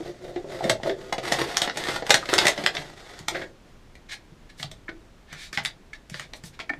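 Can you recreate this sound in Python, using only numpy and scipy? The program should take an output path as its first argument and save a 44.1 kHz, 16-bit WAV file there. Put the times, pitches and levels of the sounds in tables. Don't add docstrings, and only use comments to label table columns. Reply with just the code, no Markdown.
import sys
import numpy as np
from scipy import signal
from scipy.fft import rfft, irfft
from scipy.io import wavfile
from scipy.ndimage import uniform_filter1d

SR = 44100
rng = np.random.default_rng(int(sys.argv[2]) if len(sys.argv) > 2 else 0)


def master_out(mix):
    frames = np.transpose(np.atleast_2d(mix))
    ceiling = np.clip(frames, -1, 1)
    pcm = np.round(ceiling * 32767).astype(np.int16)
    wavfile.write(sys.argv[1], SR, pcm)


N = 299439
TIME = np.arange(N) / SR
HIT = np.arange(SR // 4) / SR
STRAIN_LEAD_S = .01

# f/Hz, level/dB
RUB_TONE = [(240, -67), (400, -24.5), (821, -6), (942, -13), (1490, -5), (1760, 8.5), (1990, -6.5),
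            (2190, 6.5), (2670, -3.5), (3970, -0.5), (8530, -14), (15500, -36.5)]


def undb(db):
    return 10 ** (np.asarray(db) / 20)


def unit(x):
    return x / np.sqrt(np.mean(x ** 2) + 1e-20)


def unit_peak(x):
    power = uniform_filter1d(x ** 2, size=176, mode="constant")
    return x / np.sqrt(power.max() + 1e-20)


def add(track, s, sound):
    i = max(int(s * SR), 0)
    track[i:i + len(sound)] += sound[:max(N - i, 0)]


def along(points, hz):
    f, value = np.transpose(points)
    return np.interp(np.log(hz + 1), np.log(f), value)


def colour(x, points, tilt_db=0):
    size = 4096
    hz = np.arange(size // 2 + 1) * SR / size
    db = along(points, hz) + tilt_db * np.log2(np.clip(hz, 700, 12000) / 3000)
    cepstrum = irfft(np.log(undb(db)))[:size // 2]
    cepstrum[1:] *= 2
    response = irfft(np.exp(rfft(cepstrum, size)))
    return signal.fftconvolve(x, response)[:len(x)]


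def band(x, hz, kind):
    return signal.sosfilt(signal.butter(3, hz, kind, fs=SR, output="sos"), x)


def resonate(x, hz, width_hz):
    return signal.lfilter(*signal.iirpeak(hz, hz / width_hz, fs=SR), x)


def wander(rate):
    steps = rng.standard_normal(4096)
    return np.interp(TIME * rate, np.arange(len(steps)), steps)


def slips(rate, spread_db):
    happens = rng.random(N) < rate / SR
    strength = undb(spread_db * np.minimum(rng.exponential(size=N), 4))
    return unit(happens * strength * rng.choice([-1, 1], N))


def still_air(level_db=-51):
    # f/Hz, level/dB
    air_tone = [(12, -20), (22, -8), (36, -11), (70, -18), (130, -20.5), (330, -23.5), (450, -28),
                (1000, -33.5), (2000, -37), (3500, -41), (7000, -47.5), (10000, -54.5), (13000, -59),
                (15500, -61.5)]
    hush = unit(colour(rng.standard_normal(N), air_tone))
    return hush * undb(level_db + .4 * wander(9.2))


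def tugging(rise_db_per_s=548.5, fall_db_per_s=287.5, contact_db=-59, contact_ends_s=3.45):
    # t/s, hold/s, scrape/dB, judder/dB
    tugs = [(0, 0.099, -48, -40), (.225, 0.072, -52, -39), (0.487, .12, -45, -39.5),
            (0.632, 0.075, -39.5, -34), (0.862, 0.015, -38.5, -29), (0.986, 0.12, -52, -47.5),
            (1.256, 0.021, -31.5, -32.5), (1.325, 0.1, -30, -34.5), (1.479, 0.13, -37.5, -41),
            (1.618, 0.02, -28, -33.5), (1.767, 0.096, -35.5, -38), (1.889, 0.062, -31, -37),
            (2.063, 0.16, -41.5, -46), (2.298, 0.2, -30, -36.5), (2.573, 0.097, -38.5, -38),
            (2.754, 0.048, -37, -42.5), (2.851, 0.065, -50, -53), (2.976, 0.22, -49.5, -53),
            (3.316, 0.1, -45.5, -39.5)]
    s, hold, scrape_db, judder_db = np.transpose(tugs)[:, :, None]
    shape_db = -rise_db_per_s * np.maximum(s - TIME, 0) - fall_db_per_s * np.maximum(TIME - s - hold, 0)
    brush_db = contact_db - fall_db_per_s * np.maximum(TIME - contact_ends_s, 0)
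    edge_db = np.maximum(np.max(scrape_db + shape_db, axis=0), brush_db)
    return edge_db, np.max(judder_db + shape_db, axis=0)


def dragged_sheet(scrape_db=-1, crinkle_db=-6, whisper_db=-29, catch_db=3.5, catch_hz=110):
    # f/Hz, level/dB
    scrape_tone = [(410, -31.5), (700, 1), (1070, -5.5), (1150, -2.5), (1920, -3), (2560, -8.5),
                   (3450, -7.5), (4580, -9), (7400, -21), (8210, -16.5), (9720, -24), (12000, -24),
                   (15500, -52.5)]
    # f/Hz, level/dB
    judder_tone = [(70, -13.5), (150, -1.5), (260, -7), (350, 4.5), (450, -0.5), (700, -3.5), (850, -17),
                   (1100, -19.5), (2000, -45.5)]
    edge_db, shake_db = tugging()
    grip_db = catch_db * wander(catch_hz)
    scrape = unit(colour(slips(rate=3700, spread_db=1.0), scrape_tone))
    crinkle = unit(colour(slips(rate=110, spread_db=1.6), scrape_tone, tilt_db=-1.0))
    judder = unit(colour(slips(rate=870, spread_db=1.0), judder_tone))
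    edge = undb(scrape_db) * scrape + undb(crinkle_db) * crinkle
    hiss = unit(band(rng.standard_normal(N), [4000, 7500], "bandpass"))
    whisper = hiss * undb(whisper_db + .6 * edge_db)
    return undb(grip_db) * (undb(edge_db) * edge + undb(shake_db) * judder) + whisper


def knock(hz, ring_s, push_cycles=0.29, rough=0.34):
    noise = unit(resonate(resonate(rng.standard_normal(len(HIT)), hz, hz / 2), hz, hz))
    swing = np.sin(2 * np.pi * hz * HIT) + rough * noise
    rise = 1 - np.exp(-HIT * hz / push_cycles)
    return unit_peak(swing * rise * np.exp(-np.log(1000) * HIT / ring_s))


def knocks():
    # t/s, level/dB, f/Hz
    bumps = [(.005, -27.5, 330), (.362, -24.5, 345), (.444, -31.5, 396), (.608, -23, 765), (.654, -21, 226),
             (.8, -34.5, 790), (.86, -23, 626), (.893, -25, 388), (1.125, -20.5, 735), (1.129, -27, 830),
             (2.105, -24, 540), (2.228, -29.5, 1250), (2.33, -18, 383), (2.3325, -18, 1300),
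             (2.585, -29.5, 214), (4.89, -33, 331), (5.581, -27.5, 823), (6.706, -33, 284)]
    # t/s, level/dB
    presses = [(2.785, -37.5), (3.206, -38), (4.32, -43), (4.601, -38), (4.644, -33), (5.325, -38.5),
               (5.575, -31.5), (6.117, -32.5), (6.437, -37), (6.777, -44)]
    out = np.zeros(N)
    for s, db, hz in bumps:
        ring_s = 0.05 * (400 / hz) ** 0.49
        add(out, s, undb(db) * knock(hz, ring_s))
    for s, db in presses:
        add(out, s, undb(db) * knock(hz=151.1, ring_s=.075))
    return out


def snap(bass_db, treble_db, ring_hz, ring_db, contact_ms, ring_width_hz=520, mid_db=2,
         rattle_db=-19, rattle_s=0.0069, strain_db=-13, strain_s=.0014):
    # f/Hz, level/dB
    snap_tone = [(60, -15.5), (115, -4), (160, -2), (260, -1.5), (400, -0.5), (750, 3.5), (1000, -5.5),
                 (1900, -1.5), (2700, -4.5), (4500, -3), (6500, -3), (8500, -7), (9600, -14.5),
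                 (12500, -19.5), (15500, -38.5)]
    after, before = np.maximum(HIT - STRAIN_LEAD_S, 0), np.minimum(HIT - STRAIN_LEAD_S, 0)
    noise = rng.standard_normal(len(HIT))
    age = after * 1000 / max(contact_ms, .2)
    strain = undb(strain_db) * np.exp(before / strain_s)
    burst = 2 * np.sqrt(age) * np.exp(-age)
    rattle = undb(rattle_db) * np.exp(-after / rattle_s)
    crack = colour(noise * (burst + np.where(before < 0, strain, rattle)), snap_tone)
    flex = colour(noise * np.sqrt(age) * np.exp(-age / 0.77), snap_tone)
    ring = unit_peak(resonate(crack, ring_hz, ring_width_hz))
    low = unit_peak(band(flex, [105, 900], "bandpass"))
    mid = unit_peak(band(crack, [900, 5000], "bandpass"))
    high = unit_peak(band(crack, 5000, "highpass"))
    ringing_mid = unit_peak(mid + undb(ring_db) * ring)
    return undb(bass_db) * low + undb(mid_db) * ringing_mid + undb(treble_db) * high


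def buckling_sheet():
    # t/s, level/dB, bass/dB, treble/dB, ring/Hz
    folds = [(.359, -40, 10.5, -42, 1930), (.64, -30, 7.5, -10, 2020), (.696, -16.5, -2, -4.5, 3360),
             (.699, -21, -7, -14, 5940), (.832, -32, 5.5, -12, 2010), (.895, -29, 2, -33, 1730),
             (1.126, -24.5, -2, -7, 2210), (1.181, -31.5, 6.5, -9, 2080), (1.321, -18.5, 2.5, -5, 2010),
             (1.331, -29, -7, -2, 2030), (1.57, -16.5, -37, 0, 3180), (1.618, -17, -6.5, -5.5, 3520),
             (1.675, -27.5, 5, -33, 2080), (1.697, -25, -17, -23, 1610), (1.772, -27, -1, -2, 1920),
             (1.838, -29.5, -12.5, -6, 1920), (1.885, -28, 2, -13, 1900), (2.022, -36, 10.5, -26.5, 1710),
             (2.066, -31.5, -13, -5, 2360), (2.094, -26, 5.5, -1, 2090), (2.105, -8.5, -6, -4.5, 1860),
             (2.142, -10, -9.5, -4.5, 1960), (2.256, -34.5, -2.5, -7.5, 2450), (2.289, -26, 0.5, -15, 2000),
             (2.338, -16, -29.5, -2, 1330), (2.381, -14, -12, -6, 4300), (2.387, -12.5, -13, -8, 3470),
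             (2.453, -20, 3, -6, 1980), (2.468, -13.5, -10, -4.5, 1830), (2.481, -17, -3, -0.5, 1920),
             (2.577, -30, -2.5, -11, 1900), (2.638, -31, 1, -7, 2030), (2.6628, -12.5, -28, -10, 2500),
             (2.751, -30.5, -14, -9, 3470), (2.768, -24.5, -11, -18, 2100), (3.19, -40, -17, -0.5, 4000),
             (3.283, -20.5, -10.5, -3, 3240)]
    out = np.zeros(N)
    for s, db, bass_db, treble_db, hz in folds:
        contact_ms = 2.58 * undb(0.39 * bass_db)
        ring_db = -9 - .45 * treble_db
        add(out, s - STRAIN_LEAD_S, undb(db) * snap(bass_db, treble_db, hz, ring_db, contact_ms))
    return out


def rocking_float():
    # t/s, level/dB
    landings = [(3.347, -29), (3.414, -34)]
    out = np.zeros(N)
    for s, db in landings:
        landing = snap(bass_db=0.5, treble_db=-17, ring_hz=1660, ring_db=24, contact_ms=10.4,
                       ring_width_hz=440, strain_db=-11, strain_s=.004)
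        add(out, s - STRAIN_LEAD_S, undb(db) * landing)
    return out


def tile_clicks(firm_db=-33.5, ring_db=0):
    # t/s, level/dB, treble/dB, ring/Hz, contact/ms
    contacts = [(3.953, -47.5, -7, 2255, 2), (4.598, -39, -14, 1940, 2.7), (4.628, -27, -6.5, 3520, 2.2),
                (4.714, -40.5, -1, 3400, 2.3), (5.327, -38, -3, 1810, 2.7), (5.529, -32.5, -4, 1680, 2.3),
                (5.574, -20.5, -14.5, 2100, 1.2), (5.583, -31, -15, 1400, 6.6), (5.65, -24, -3.5, 2430, 1),
                (5.657, -24.5, -8, 3520, 2.4), (6.098, -43.5, 3.5, 2490, 1.4), (6.142, -31.5, -18, 1740, 3),
                (6.196, -31, -5.5, 1650, 1.6), (6.335, -35, -6, 2180, 0.98), (6.437, -41.5, 0.5, 4600, 2.8),
                (6.598, -33.5, -12.5, 2270, 7.1)]
    out = np.zeros(N)
    for s, db, treble_db, hz, contact_ms in contacts:
        bass_db = -4.5 - 1.95 * max(db - firm_db, 0)
        add(out, s - STRAIN_LEAD_S, undb(db) * snap(bass_db, treble_db, hz, ring_db, contact_ms))
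    return out


def rubbing_fingers():
    # middle t/s, swell time/s, level/dB, tilt/(dB per octave)
    rubs = [(4.096, 0.015, -41, -1.5), (4.128, 0.048, -34, 0.5), (4.502, 0.019, -48.5, 0.5),
            (4.605, 0.054, -44, 6.5), (5.345, 0.12, -46, -3), (5.428, .11, -41.5, 3), (5.551, 0.03, -37, 3),
            (5.952, 0.024, -46.5, -1.5), (5.64, 0.014, -48, 15), (6.166, 0.1, -44, 2),
            (6.228, 0.056, -45, -0.5), (6.365, 0.028, -50.5, 10), (6.463, 0.049, -46, 11),
            (6.544, .026, -52, 0.5)]
    out, friction = np.zeros(N), slips(rate=13000, spread_db=0.5)
    for s, swell_s, db, tilt_db in rubs:
        start = s - swell_s
        i = int(start * SR)
        stroke = unit(colour(friction[i:i + len(HIT)], RUB_TONE, tilt_db))
        pressure = np.sin(np.pi / 2 * np.minimum(HIT / swell_s, 2)) ** 4
        add(out, start, undb(db) * pressure * stroke)
    return out


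def tile_taps(scuff_db=-4):
    # t/s, level/dB, tilt/(dB per octave), pitch ratio of that tile, chatter/ms
    taps = [(4.881, -33.5, -4.5, 0.98, 3.1), (4.888, -32.5, 0, 0.84, 4.7), (5.931, -35, 6.5, 0.96, 3.1),
            (6.591, -35.5, 6, 0.62, 1.3), (6.6936, -27, 1.5, 1, 2.6), (6.7, -25, -8.5, 1.01, 1.1),
            (6.735, -32, -2, 1.03, 2.3)]
    # f/Hz, level/dB, time to fade by 60 dB/s
    tile_notes = [(1060, -19, .03), (1390, 9.5, 0.02), (1598, -9.5, .022), (1784, 17, 0.03),
                  (1790, 6, .026), (2240, 20, 0.018), (2520, -8, .03), (3730, -17, .035), (4700, -31, .035)]
    out = np.zeros(N)
    for s, db, tilt_db, pitch, chatter_ms in taps:
        age = HIT * 1000 / chatter_ms
        ring = np.zeros(len(HIT))
        for hz, note_db, ring_s in tile_notes:
            fade = undb(note_db + tilt_db * np.log2(hz) - 60 * HIT / ring_s)
            ring += fade * np.sin(2 * np.pi * (hz * pitch * HIT + rng.random()))
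        ring *= 1 - np.exp(-age)
        scuff = colour(rng.standard_normal(len(HIT)) * age * np.exp(-age), RUB_TONE, tilt_db - 7.5)
        add(out, s, undb(db) * (unit_peak(ring) + undb(scuff_db) * unit_peak(scuff)))
    return out


def wall_echo(first_s=0.0036, build_s=0.0017):
    # f/Hz, time to fade by 60 dB/s
    ring_times = [(150, 0.49), (400, 0.33), (1000, 0.14), (2800, 0.16), (7000, 0.13), (14000, 0.1)]
    # f/Hz, level/dB
    echo_tone = [(100, 0), (200, -9), (600, 4), (2000, 0), (7000, 2), (14000, 5)]
    t = np.arange(16384) / SR
    spectrum = rfft(rng.standard_normal(len(t)))
    hz = np.arange(len(spectrum)) * SR / len(t)
    octave = np.log2(np.clip(hz, 125, 16000) / 125)
    centres = np.arange(8)[:, None]
    bands = irfft(spectrum * np.maximum(1 - abs(octave - centres), 0))
    ring_s = along(ring_times, 125 * 2 ** centres)
    tail = np.sum(bands * np.exp(-np.log(1000) * t / ring_s), axis=0)
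    tail = colour(tail * np.clip((t - first_s) / build_s, 0, 1), echo_tone)
    return tail / np.linalg.norm(tail)


def bathroom(x, echo_db=-3):
    # f/Hz, width/Hz, level/dB
    corner_notes = [(144, 60, -10), (353, 51, -6.5), (527, 15, -5.5), (642, 24, -7.5), (875, 13, -3.5),
                    (1430, 25, -9), (1957, 250, -2.5), (3502, 450, -5.5), (4214, 290, -22.5)]
    heard, hop = x.copy(), SR // 3
    fade = np.sin(np.pi * np.arange(2 * hop) / (2 * hop))
    for i in range(0, N, hop):
        part = x[i:i + 2 * hop]
        add(heard, i / SR, undb(echo_db) * signal.fftconvolve(part * fade[:len(part)], wall_echo()))
    return heard + sum(undb(db) * resonate(heard, hz, width) for hz, width, db in corner_notes)


def scene():
    taps = tile_taps()
    work = (buckling_sheet() + knocks() + dragged_sheet() + rocking_float() + tile_clicks()
            + rubbing_fingers() + undb(-5) * taps)
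    air = still_air()
    return (undb(-2.5) * bathroom(work) + undb(-7) * taps + air)[None]


def record(dry, ceiling=.88, top_hz=15200):
    held = np.clip(dry, -ceiling, ceiling)
    return signal.sosfilt(signal.ellip(8, .2, 70, top_hz, fs=SR, output="sos"), held)


dry = scene()
out = record(dry)
master_out(out)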